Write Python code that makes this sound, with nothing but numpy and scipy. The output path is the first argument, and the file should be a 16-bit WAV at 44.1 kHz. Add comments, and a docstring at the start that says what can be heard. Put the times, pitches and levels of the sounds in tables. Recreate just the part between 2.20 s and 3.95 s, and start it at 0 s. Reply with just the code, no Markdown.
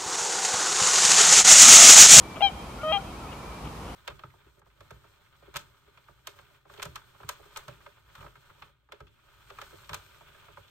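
"""Swans over flooded fields

Swans honk in flight: one short high honk, then a low note that breaks upward and turns briefly hoarse
as strong and weak vibrations alternate. The voice catches roughly as each high note starts, and a line
of trees sends back a faint echo. Far off a bird of prey whistles and trills and other birds yelp and
rasp, over light wind and a low rumble."""
import sys
import numpy as np
from scipy import signal
from scipy.fft import rfft, irfft
from scipy.io import wavfile

SR = 44100
rng = np.random.default_rng(int(sys.argv[2]) if len(sys.argv) > 2 else 0)


def dump(signal):
    """Clip the signal to [-1, 1] and save it as 16-bit WAV at the path in sys.argv[1]."""
    limited = np.clip(np.atleast_2d(signal).T, -1, 1)
    pcm = np.round(limited * 32767).astype(np.int16)
    wavfile.write(sys.argv[1], SR, pcm)


N = 77175
T = np.arange(N) / SR

# swan notes before the throat shapes them: t/s, pitch f/Hz, low-tone level/dB, treble level/dB
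CROAKY_START = [(.2155, 700, -24, -32), (.219, 673, -30, -34.5)]
HONK = [(0.224, 804.8, -19, -26.5), (0.244, 801.8, -18.5, -22.5), (0.266, 789, -23, -26),
        (0.286, 762.4, -44, -31.5), (0.302, 730, -35, -62)]
LOW_NOTE = [(0.634, 616, -29, -46.5), (0.674, 623.5, -26, -43.5), (0.698, 630.3, -25, -34.5),
            (0.719, 642, -23, -38.5)]
HIGH_NOTE = [(0.725, 791, -28, -25), (0.735, 812, -23.5, -25), (0.775, 790.3, -25, -32.5),
             (0.795, 784, -36.5, -79), (0.812, 770, -46, -52)]
# rough catches before the throat shapes them: t/s, length/s, f/Hz, low-tone level/dB, treble level/dB
CATCHES = [(0.171, 0.0102, 641, -37.5, -55), (0.2074, 0.0019, 718, -28, -35)]
# how well windpipe and bill pass each frequency: f/Hz, level/dB
THROAT = [(400, -24), (620, -2), (800, -1.5), (1240, -4.5), (1590, -23), (1900, -9.5), (2400, -8.5),
          (2800, -3), (3180, 0.5), (3650, -18), (4000, -16.5), (4750, -35.5), (5600, -28), (7000, -54)]
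# how much louder the swans and rasps are on the left: f/Hz, level/dB
LEFT_BOOST = [(630, -0.5), (800, 11.5), (1250, 4), (2400, 6.5), (3150, 8), (4500, 1)]
# the bird of prey's whistle: t/s, centre f/Hz, trill depth/Hz, level/dB
WHISTLE = [(0.038, 2337, 13, -52.5), (.2, 2320, 15, -56), (0.331, 2348, 144, -56.5),
           (0.449, 2345, 172, -56.5), (0.599, 2396, 206, -58), (.88, 2398, 200, -58.5),
           (1.101, 2398, 192, -56), (1.199, 2355, 71, -57.5), (1.39, 2340, 60, -57.5)]
# far yelps: t/s, length/s, start f/Hz, middle f/Hz, end f/Hz, level/dB
YELPS = [(0.586, 0.062, 1350, 1425, 1395, -43.5), (0.773, 0.031, 1340, 1420, 1480, -44.5),
         (1.017, 0.0713, 1383, 1280, 1222, -47), (1.181, 0.037, 1366, 1340, 1290, -50.5),
         (1.31, 0.029, 1270, 1285, 1300, -46.5)]
# faint rasps: t/s, width/s, level/dB
RASPS = [(0.167, 0.01, -42.5), (.622, 0.0075, -47), (1.126, 0.014, -43.5), (1.465, 0.022, -46.5),
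         (1.685, 0.049, -51.5)]
# tone colour of the rasps: f/Hz, relative level/dB
RASP_COLOUR = [(500, -13), (1200, 8.5), (1700, -11), (2300, -2), (2950, 2.5), (3400, -3), (4000, -32),
               (8000, -47)]
# wind and rumble, the part both sides share and the part that differs: f/Hz, relative level/dB
WIND_SHARED = [(20, -24), (32, -16), (42, -8), (58, 2.5), (72, 0), (96, -8), (128, -4.5), (175, -6.5),
               (260, -8.5), (420, -12), (650, -13.5), (1020, -12), (1300, -16.5), (1600, -24), (2400, -26),
               (3620, -29.5), (10900, -39), (15500, -45.5)]
WIND_WIDE = [(15, -46), (25, -23), (64, -14), (96, -18), (122, -8), (152, -15.5), (551, -12), (631, -15),
             (996, -2.5), (1660, -17.5), (2840, -17), (3930, -19.5), (15500, -33)]
# gusts that lift the bass: t/s, width/s, rise in level/dB
GUSTS = [(1.46, .03, 4), (1.67, 0.046, 3.5)]


def swans():
    """Two small catches lead into a short honk; then a longer call goes from a low note to a high one."""
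    doubling = undb(-5) * bump(at=0.747, width=0.023)  # the hoarse moment
    out = undb(1) * swan_call(CROAKY_START + HONK, bright_db=2.5, break_s=0.218)
    out += undb(-1) * swan_call(LOW_NOTE + HIGH_NOTE, bright_db=-4.5, break_s=0.721, doubling=doubling)
    for start, length, hz, low_db, treble_db in CATCHES:
        catch = swan_voice(hz, low_db, treble_db, top_db=-8, pitch_shake=0.02, level_shake=0.3)
        out += catch * gate(start, start + length, fade_in=0.002, fade_out=0.002)
    return out


def swan_call(rows, bright_db, break_s, doubling=0):
    """One clear call that turns rough at break_s, where the voice jumps to its high range."""
    hz, low_db, treble_db = curves(rows)
    rough = bump(at=break_s, width=0.0045)
    pitch_shake = 0.0032 + 0.022 * rough + 0.0053 * doubling
    level_shake = 0.026 + 0.25 * rough
    # the highest overtones fade faster than the rest of the treble
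    top_db = bright_db + 0.45 * (treble_db - treble_db.max())
    sound = swan_voice(hz, low_db, treble_db, top_db, pitch_shake, level_shake, doubling)
    return sound * gate(rows[0][0], rows[-1][0], fade_in=0.0039, fade_out=0.0047)


def swan_voice(hz, low_db, treble_db, top_db, pitch_shake, level_shake, doubling=0):
    """Slightly uneven vibrations and a little rushing air sound through the windpipe and bill."""
    flutter_hz, air_db = 353, -41
    phase = phase_of(hz * (1 + pitch_shake * wander(flutter_hz)))
    out = undb(treble_db + air_db) * noise(THROAT)
    for multiple in np.arange(1, 17) / 2:
        tone_hz = multiple * hz
        treble_share = np.interp(tone_hz, [1180, 2060], [0, 1])
        top_share = np.interp(tone_hz, [4450, 3960], [0, 1])
        source_db = low_db + treble_share * (treble_db - low_db) + top_share * top_db
        gain = undb(source_db + db_at(tone_hz, THROAT))
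        if multiple % 1:  # period doubling: strong and weak cycles alternate, adding in-between tones
            gain *= doubling
        out += np.sqrt(2) * gain * np.sin(multiple * phase)
    return out * (1 + level_shake * wander(flutter_hz))


def echoes(sound):
    """The trees scatter back an echo and the open fields add a thin tail."""
    trees = undb(-33) * unit(bump(at=0.153, width=0.016))
    fields = undb(-24) * unit(undb(-60 * T))  # dies away by 60 dB a second
    reflections = (trees + fields) * rng.standard_normal((2, N)) / np.sqrt(N)
    return signal.fftconvolve(sound[None], reflections, axes=1)[:, :N]


def bird_of_prey():
    """A far whistle, held and then trilled; the trill ends quicker and shallower."""
    trill_hz, late_trill_hz, crest_s, quicken_s = 9.03, 11.6, 0.33, 1.105
    centre_hz, depth_hz, db = curves(WHISTLE)
    cycles = trill_hz * (T - crest_s) + (late_trill_hz - trill_hz) * np.maximum(T - quicken_s, 0)
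    hz = centre_hz + depth_hz * np.cos(2 * np.pi * cycles) + 12 * wander(61)
    falling = np.maximum(np.sin(2 * np.pi * cycles), 0) * depth_hz / depth_hz.max()
    gain = undb(db - 4.5 * falling + 2 * wander(56))  # quieter on each downward sweep
    tone = np.sqrt(2) * gain * np.sin(phase_of(hz))
    return tone * gate(WHISTLE[0][0], WHISTLE[-1][0], fade_in=0.008, fade_out=0.016)


def yelps():
    """Far waterbirds give short, almost pure notes that bend in pitch."""
    out = 0
    for start, length, first_hz, middle_hz, last_hz, db in YELPS:
        progress = np.clip((T - start) / length, 0, 1)
        bend = np.polyfit([0, 0.5, 1], [first_hz, middle_hz, last_hz], 2)
        hz = np.polyval(bend, progress) * (1 + 0.0066 * wander(156))
        swell = np.sqrt(4 * progress * (1 - progress))
        out += np.sqrt(2) * undb(db) * swell * np.sin(phase_of(hz))
    return out


def rasps():
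    """Birds rasp in brief, grainy bursts of noise with no pitch."""
    swell = sum(undb(db) * bump(at, width) for at, width, db in RASPS)
    grainy = noise(RASP_COLOUR) * undb(3.5 * wander(250))
    return swell * unit(grainy)


def wind():
    """Light wind and far rumble: the bass is alike on both sides and swells in gusts, the hiss is wide."""
    shared = undb(-40.5 + 0.3 * wander(6)) * noise(WIND_SHARED)
    bass = signal.sosfiltfilt(signal.butter(2, 600, fs=SR, output="sos"), shared)
    rise_db = sum(db * bump(at, width) for at, width, db in GUSTS)
    shared += (undb(rise_db) - 1) * bass
    wide = undb(-49) * noise(WIND_WIDE)
    return np.array([shared + wide, shared - wide])


def from_left(sound):
    """Sound from the left reaches the right side later and, at most pitches, weaker."""
    lag_s = 0.00007
    hz = np.fft.rfftfreq(N, 1 / SR)
    left_gain = undb(db_at(hz, LEFT_BOOST))
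    right_delay = np.exp(-2j * np.pi * hz * lag_s)
    return irfft(rfft(sound) * np.array([left_gain, right_delay]) * 2 / (1 + left_gain), N)


def pan(sound, left_db):
    """Make a sound left_db louder on the left than on the right."""
    return sound * undb(np.array([[left_db], [-left_db]]) / 2)


def undb(db):
    """Turn decibels into a number to multiply by."""
    return 10 ** (np.asarray(db) / 20)


def unit(x):
    """Scale to an average strength (rms) of 1."""
    return x / np.sqrt(np.mean(x ** 2))


def db_at(hz, points):
    """Look up the level at a frequency in a table of f/Hz, level/dB."""
    f, db = np.array(points, float).T
    return np.interp(np.log(np.maximum(hz, 1)), np.log(f), db)


def curves(rows):
    """Join timed rows with straight lines: one curve for each column after the time."""
    times, *columns = np.array(rows, float).T
    return [np.interp(T, times, column) for column in columns]


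def noise(colour):
    """Noise of strength 1 with the given tone colour."""
    gain = undb(db_at(np.fft.rfftfreq(N, 1 / SR), colour))
    return unit(irfft(rfft(rng.standard_normal(N)) * gain, N))


def wander(hz):
    """A smooth random wobble of strength 1, up to about the given rate."""
    gain = np.exp(-(np.fft.rfftfreq(N, 1 / SR) / hz) ** 2)
    return unit(irfft(rfft(rng.standard_normal(N)) * gain, N))


def bump(at, width):
    """A bell-shaped rise to 1 and back; times in seconds."""
    return np.exp(-((T - at) / width) ** 2)


def gate(start, end, fade_in, fade_out):
    """Fully on from start to end, with soft fades outside; times in seconds."""
    ramp = np.minimum((T - start) / fade_in, (end - T) / fade_out) + 1
    return np.sin(np.pi / 2 * np.clip(ramp, 0, 1)) ** 2


def phase_of(hz):
    """How far a vibration has turned as its pitch changes, in radians."""
    return 2 * np.pi * np.cumsum(hz) / SR


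def scene():
    """Swans and their echo in front of the far birds and the wind."""
    calls = swans()
    out = from_left(calls + rasps()) + echoes(calls)
    out += pan(bird_of_prey(), left_db=4.5) + pan(yelps(), left_db=2.5)
    return out + wind()


def record(dry):
    """Cut away the very highest treble."""
    top_hz = 15550
    return signal.sosfilt(signal.ellip(12, 0.1, 90, top_hz, fs=SR, output="sos"), dry)


dry = scene()
out = record(dry)
dump(out)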